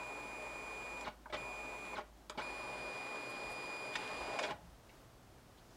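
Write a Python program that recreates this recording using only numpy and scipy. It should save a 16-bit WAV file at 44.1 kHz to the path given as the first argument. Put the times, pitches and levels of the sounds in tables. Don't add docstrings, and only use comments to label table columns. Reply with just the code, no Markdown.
import sys
import numpy as np
from scipy import signal
from scipy.fft import rfft, irfft
from scipy.io import wavfile
from scipy.ndimage import uniform_filter1d

SR = 44100
rng = np.random.default_rng(int(sys.argv[2]) if len(sys.argv) > 2 else 0)


def dump(signal):
    limited = np.clip(np.atleast_2d(signal).T, -1, 1)
    pcm = np.round(limited * 32767).astype(np.int16)
    wavfile.write(sys.argv[1], SR, pcm)


N = 254016
T = np.arange(N) / SR

FULL_STEP_HZ, FIRST_STEP_HZ = 2439, 520
# start_s, stop_s, outward (0 or 1)
MOTOR_RUNS = [(-1, 1.087, 0), (1.325, 1.996, 0), (2.374, 4.524, 1)]


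def amp(db):
    return 10 ** (np.asarray(db) / 20)


def unit(x):
    return x / np.sqrt(np.mean(np.abs(x) ** 2) + 1e-20)


def walk(hz):
    rolloff = np.exp(-(np.fft.rfftfreq(N, 1 / SR) / hz) ** 2)
    return unit(irfft(rfft(rng.standard_normal(N)) * rolloff, N))


def colour(x, points):
    hz, db = np.transpose(points)
    curve_db = np.interp(np.log(np.fft.rfftfreq(N, 1 / SR) + 1), np.log(hz), db)
    return unit(irfft(rfft(x) * amp(curve_db), N))


def band(x, low_hz, high_hz):
    edges = [low_hz, min(max(high_hz, low_hz + 30), SR / 2 - 100)]
    return signal.sosfilt(signal.butter(2, edges, "band", fs=SR, output="sos"), x)


def convolve(x, response):
    return signal.fftconvolve(x, response / np.linalg.norm(response))[:N]


def grit(spread_db):
    return unit(rng.standard_normal(N) * amp(spread_db * rng.standard_normal(N)))


def drive(ramp_s=.047):
    on, speed, outward = np.zeros((3, N))
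    for start, stop, direction in MOTOR_RUNS:
        inside = (T >= start) & (T < stop)
        on += inside
        speed += np.clip(np.minimum(T - start, stop - T) / ramp_s, 0, 1) ** 1.3
        outward += inside * direction
    steps = np.cumsum(on * (FIRST_STEP_HZ + (FULL_STEP_HZ - FIRST_STEP_HZ) * speed)) / SR
    return uniform_filter1d(on, size=220), speed, outward, steps


def whine(steps, outward, drag, waver_db=.8, surge_db=.7, flutter_rad=.16, drag_db=-1.5):
    # pitch_hz, level_db
    inward_partials = [(1830, -84), (2250, -65.5), (2439, -50.5), (2627, -73), (4269, -74), (4877, -68.5),
                       (6099, -76.5), (6708, -81), (7316, -67.5), (7924, -79), (8538, -85), (9146, -76.5),
                       (9755, -74), (10368, -92), (10977, -88), (12193, -87), (13415, -98), (14023, -88),
                       (14632, -100), (15246, -83)]
    outward_partials = [(2035, -74), (2245, -104), (2439, -50), (2632, -80), (3138, -82), (3752, -87.5),
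                        (4269, -68), (4877, -59), (5486, -80.5), (7316, -68.5), (7924, -86), (8538, -84),
                        (9146, -72), (9755, -75), (10368, -88), (10977, -93), (11585, -89), (13415, -89),
                        (14632, -85), (15246, -95)]
    # time_s, gain_db
    octave_trim = [(1.66, -1), (1.72, -4), (3.2, -4.5), (3.55, -.5)]
    octave_db = np.interp(T, *np.transpose(octave_trim))
    out = 0
    for gate, partials in (1 - outward, inward_partials), (outward, outward_partials):
        for hz, db in partials:
            order = hz / FULL_STEP_HZ
            is_step, is_octave = abs(order - 1) < .02, abs(order - 2) < .02
            phase = 2 * np.pi * (steps * order + rng.random()) + flutter_rad * walk(27)
            tremble_db = waver_db * walk(40) + surge_db * walk(2.5)
            level_db = db + tremble_db + is_step * drag * drag_db + is_octave * octave_db
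            out = out + gate * amp(level_db) * np.sqrt(2) * np.sin(phase)
    return out


def gears(steps, outward, drag, level_db=-50, outward_db=1.5, drag_db=1.2, blur_hz=17, tooth_steps=20):
    # pitch_hz, relative_db
    gear_tones = [(124, -66.5), (191, -67.5), (254, -66), (298, -60.5), (360, -75.5), (435, -63),
                  (492, -67.5), (570, -63.5), (610, -59), (733, -58.5), (855, -62), (980, -57), (1185, -63),
                  (1360, -67), (1520, -88), (2900, -82), (3400, -73.5), (3690, -77)]
    # frequency_hz, relative_db
    churr_spectrum = [(120, -47), (230, -7), (450, 3), (620, 0), (1000, 2), (1300, -3.5), (1700, -8.5),
                      (2300, -9), (3000, -22.5), (6000, -27.5), (15000, -53)]
    turn = 2 * np.pi * steps / FULL_STEP_HZ
    tones = sum(amp(db) * (walk(blur_hz) * np.sin(hz * turn) + walk(blur_hz) * np.cos(hz * turn))
                for hz, db in gear_tones)
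    mesh = 1 + .082 * np.cos(2 * np.pi * steps / tooth_steps)
    churr = colour(grit(4.7) * mesh, churr_spectrum) * amp(walk(39))
    gain = amp(level_db + outward * outward_db + drag * drag_db)
    return gain * (amp(1.9) * unit(tones) / 2 + amp(-2) * churr)


def rollers(speed, outward, drag, level_db=-62, outward_db=4, drag_db=4):
    # frequency_hz, relative_db
    rub_spectrum = [(600, -44), (1500, 4.5), (2600, 1.5), (3600, 0), (5200, -8), (7500, -12.5),
                    (10000, -16), (12000, -29), (15500, -75)]
    gain = np.sqrt(speed) * amp(level_db + outward * outward_db + drag * drag_db)
    return gain * colour(grit(7.5), rub_spectrum)


def room_tone(air_db=-63, rise_s=4.5, rise_db=1.5, hum_gain_db=1, hum_end_s=2.93, hum_fade_s=.088):
    # frequency_hz, relative_db
    air_spectrum = [(15, -36), (35, -2.5), (55, -6.5), (90, -12.5), (125, -11.5), (250, -7.5), (450, -12.5),
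                    (750, -12), (1500, -19.5), (2200, -24), (5500, -28), (15500, -36.5)]
    # pitch_hz, base_level_db
    hum_tones = [(53.8, -65)]
    air = colour(rng.standard_normal(N), air_spectrum)
    air *= amp(air_db + (T > rise_s) * rise_db + .5 * walk(8.2))
    hum = sum(amp(db + 1.6 * walk(1.8)) * np.sqrt(2) * np.sin(2 * np.pi * (hz * T + rng.random()))
              for hz, db in hum_tones)
    return air + amp(hum_gain_db) * hum * np.clip((hum_end_s - T) / hum_fade_s + .5, 0, 1)


def room(x, wet_db=-8, t60_s=.22):
    t = T[:SR // 2]
    tail = rng.standard_normal(len(t)) * np.exp(-np.log(1000) * t / t60_s) * (t > .004)
    return amp(wet_db) * band(convolve(x, tail), 200, 3800)


def housing(x, crack_db=-3, crack_s=.0095):
    # pitch_hz, relative_db, t60_s
    modes = [(310, 3, .07), (430, -2.5, 0.083), (608, 1, 0.13), (710, -3, 0.03), (862, 0.5, 0.072),
             (992, 4.5, 0.034), (1418, -1, 0.029), (1626, -4.5, 0.022), (1910, -5.5, 0.022),
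             (2255, 1, 0.038), (2834, -8.5, 0.028), (3810, -0.5, 0.011), (4470, -25, 0.076),
             (5540, -22, 0.012)]
    t = T[:SR // 5]
    ring = sum(amp(db - 60 * t / t60) * np.sin(2 * np.pi * hz * t + rng.uniform(0, 2 * np.pi))
               for hz, db, t60 in modes)
    crack = rng.standard_normal(len(t)) * np.exp(-t / crack_s)
    return convolve(x, unit(ring) + amp(crack_db) * unit(crack))


def blow(start_s, db, low_hz, high_hz, chatter_s, end_share=.15, uneven_db=4):
    ring = housing(signal.unit_impulse(SR // 5), crack_db=3.5, crack_s=.007)[:SR // 5]
    count = int(chatter_s * SR) + 2
    force, size = rng.standard_normal((SR // 10, 2))[:count].T
    contacts = force * amp(uneven_db * size) * np.linspace(1, end_share, len(force))
    sound = band(signal.fftconvolve(ring, contacts), low_hz, high_hz)
    sound = sound * amp(db) / np.std(sound[:count + SR // 200])
    sound = signal.sosfilt(signal.butter(2, 8000, fs=SR, output="sos"), sound)
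    return np.pad(sound, (int(start_s * SR), N))[:N]


def case_clicks():
    # start_s, level_db, low_hz, high_hz, chatter_s
    clicks = [(1.008, -53.5, 1200, 9000, 0.0034), (1.257, -49.5, 686, 1530, 0.01),
              (1.297, -52, 500, 2700, 0.016), (1.932, -45.5, 860, 2050, 0.014),
              (2.005, -52.5, 497, 3000, 0.011), (2.2968, -41.5, 570, 7360, 0.0024),
              (2.310, -55, 1000, 1830, .019), (2.349, -57, 300, 1300, .022)]
    return sum(blow(*click) for click in clicks)


def scatter(x, decay_s):
    t = T[:SR // 10]
    return convolve(x, rng.standard_normal(len(t)) * np.exp(-t / decay_s))


def judder(on, speed, steps, swing_db=-41, octave_db=-53, rotor_hz=900, rattle_db=-46, uneven_db=4):
    slow = on * (1 - speed)
    ramping = on * np.minimum(10 * slow, 1)
    step_hz = FIRST_STEP_HZ + (FULL_STEP_HZ - FIRST_STEP_HZ) * speed
    phase = 2 * np.pi * steps + .8 * walk(300)
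    resonance = 1 / np.hypot(1, 2 * (step_hz / rotor_hz - rotor_hz / step_hz))
    swing = amp(swing_db) * resonance * np.sin(phase)
    octave = amp(octave_db) * np.sqrt(speed) * np.sin(2 * phase)
    jerks = np.diff(np.floor(steps), prepend=0) * slow * amp(uneven_db * rng.standard_normal(N))
    rattle = amp(rattle_db) * unit(housing(band(jerks, 730, 4050))) * np.sqrt(np.mean(slow))
    sweep = scatter(ramping * (swing + octave), decay_s=.0044)
    return band(band(sweep, 270, 6100), 270, 6100) + rattle


def backlash(start_db=-40.5, outward_db=-4.5, stop_db=-44.5, start_chatter_s=.026, stop_chatter_s=.021):
    out = 0
    for start, stop, outward in MOTOR_RUNS:
        if start > 0:
            db = start_db + outward * outward_db
            out += blow(start, db, 376, 3360, start_chatter_s, end_share=1)
        out += blow(stop - stop_chatter_s, stop_db, 630, 1510, stop_chatter_s, end_share=1)
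    return out


def swishes_and_bumps():
    # peak_s, level_db, centre_hz, half_width_s
    swishes = [(3.308, -63, 9800, .016), (3.518, -62.5, 9500, .02), (4.03, -59, 3360, 0.033),
               (4.356, -48.5, 720, 0.17), (5.587, -68.5, 3850, .012), (5.73, -75, 6000, .09)]
    bumps_and_rumble = [(3.527, -60, 48.5, 0.068), (4.22, -56.5, 45.3, 0.072), (4.572, -59, 62, 0.04),
                        (4.595, -58, 150, 0.085), (4.66, -59.5, 55.5, 0.11), (5.2, -70.5, 56, 1),
                        (5.195, -68, 117, 1)]
    out = 0
    for peak_s, db, hz, half_width_s in swishes + bumps_and_rumble:
        edges_hz = hz * .72, hz * 1.23
        noise = band(band(grit(2.1), *edges_hz), *edges_hz)
        out += amp(db) * np.exp(-((T - peak_s) / half_width_s) ** 2) * unit(noise)
    return out


def card_knocks():
    # start_s, level_db, low_hz, high_hz, chatter_s
    knocks = [(3.937, -50, 2020, 4500, .005), (3.954, -36.5, 1370, 4160, 0.012),
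              (4.388, -36, 590, 5100, 0.0078), (4.409, -42, 397, 920, 0.01),
              (4.426, -48.5, 2820, 6700, 0.017), (4.434, -39, 450, 2980, 0.027),
              (4.892, -62.5, 2170, 3630, 0.005)]
    return sum(blow(*knock) for knock in knocks)


def scene(drag_start_s=3.95, drag_rise_s=.044, whine_send_db=-9):
    on, speed, outward, steps = drive()
    drag = np.clip((T - drag_start_s) / drag_rise_s, 0, 1)
    cruise = on * speed ** 5
    motor = cruise * whine(steps, outward, drag)
    feed = on * (gears(steps, outward, drag) + rollers(speed, outward, drag))
    body = feed + judder(on, speed, steps) + backlash()
    body += case_clicks() + card_knocks() + swishes_and_bumps()
    reverb = room(body + amp(whine_send_db) * motor)
    return (motor + body + reverb + room_tone())[None]


def record(dry, top_hz=15750):
    return signal.sosfilt(signal.ellip(10, .1, 70, top_hz, fs=SR, output="sos"), dry)


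dry = scene()
out = record(dry)
dump(out)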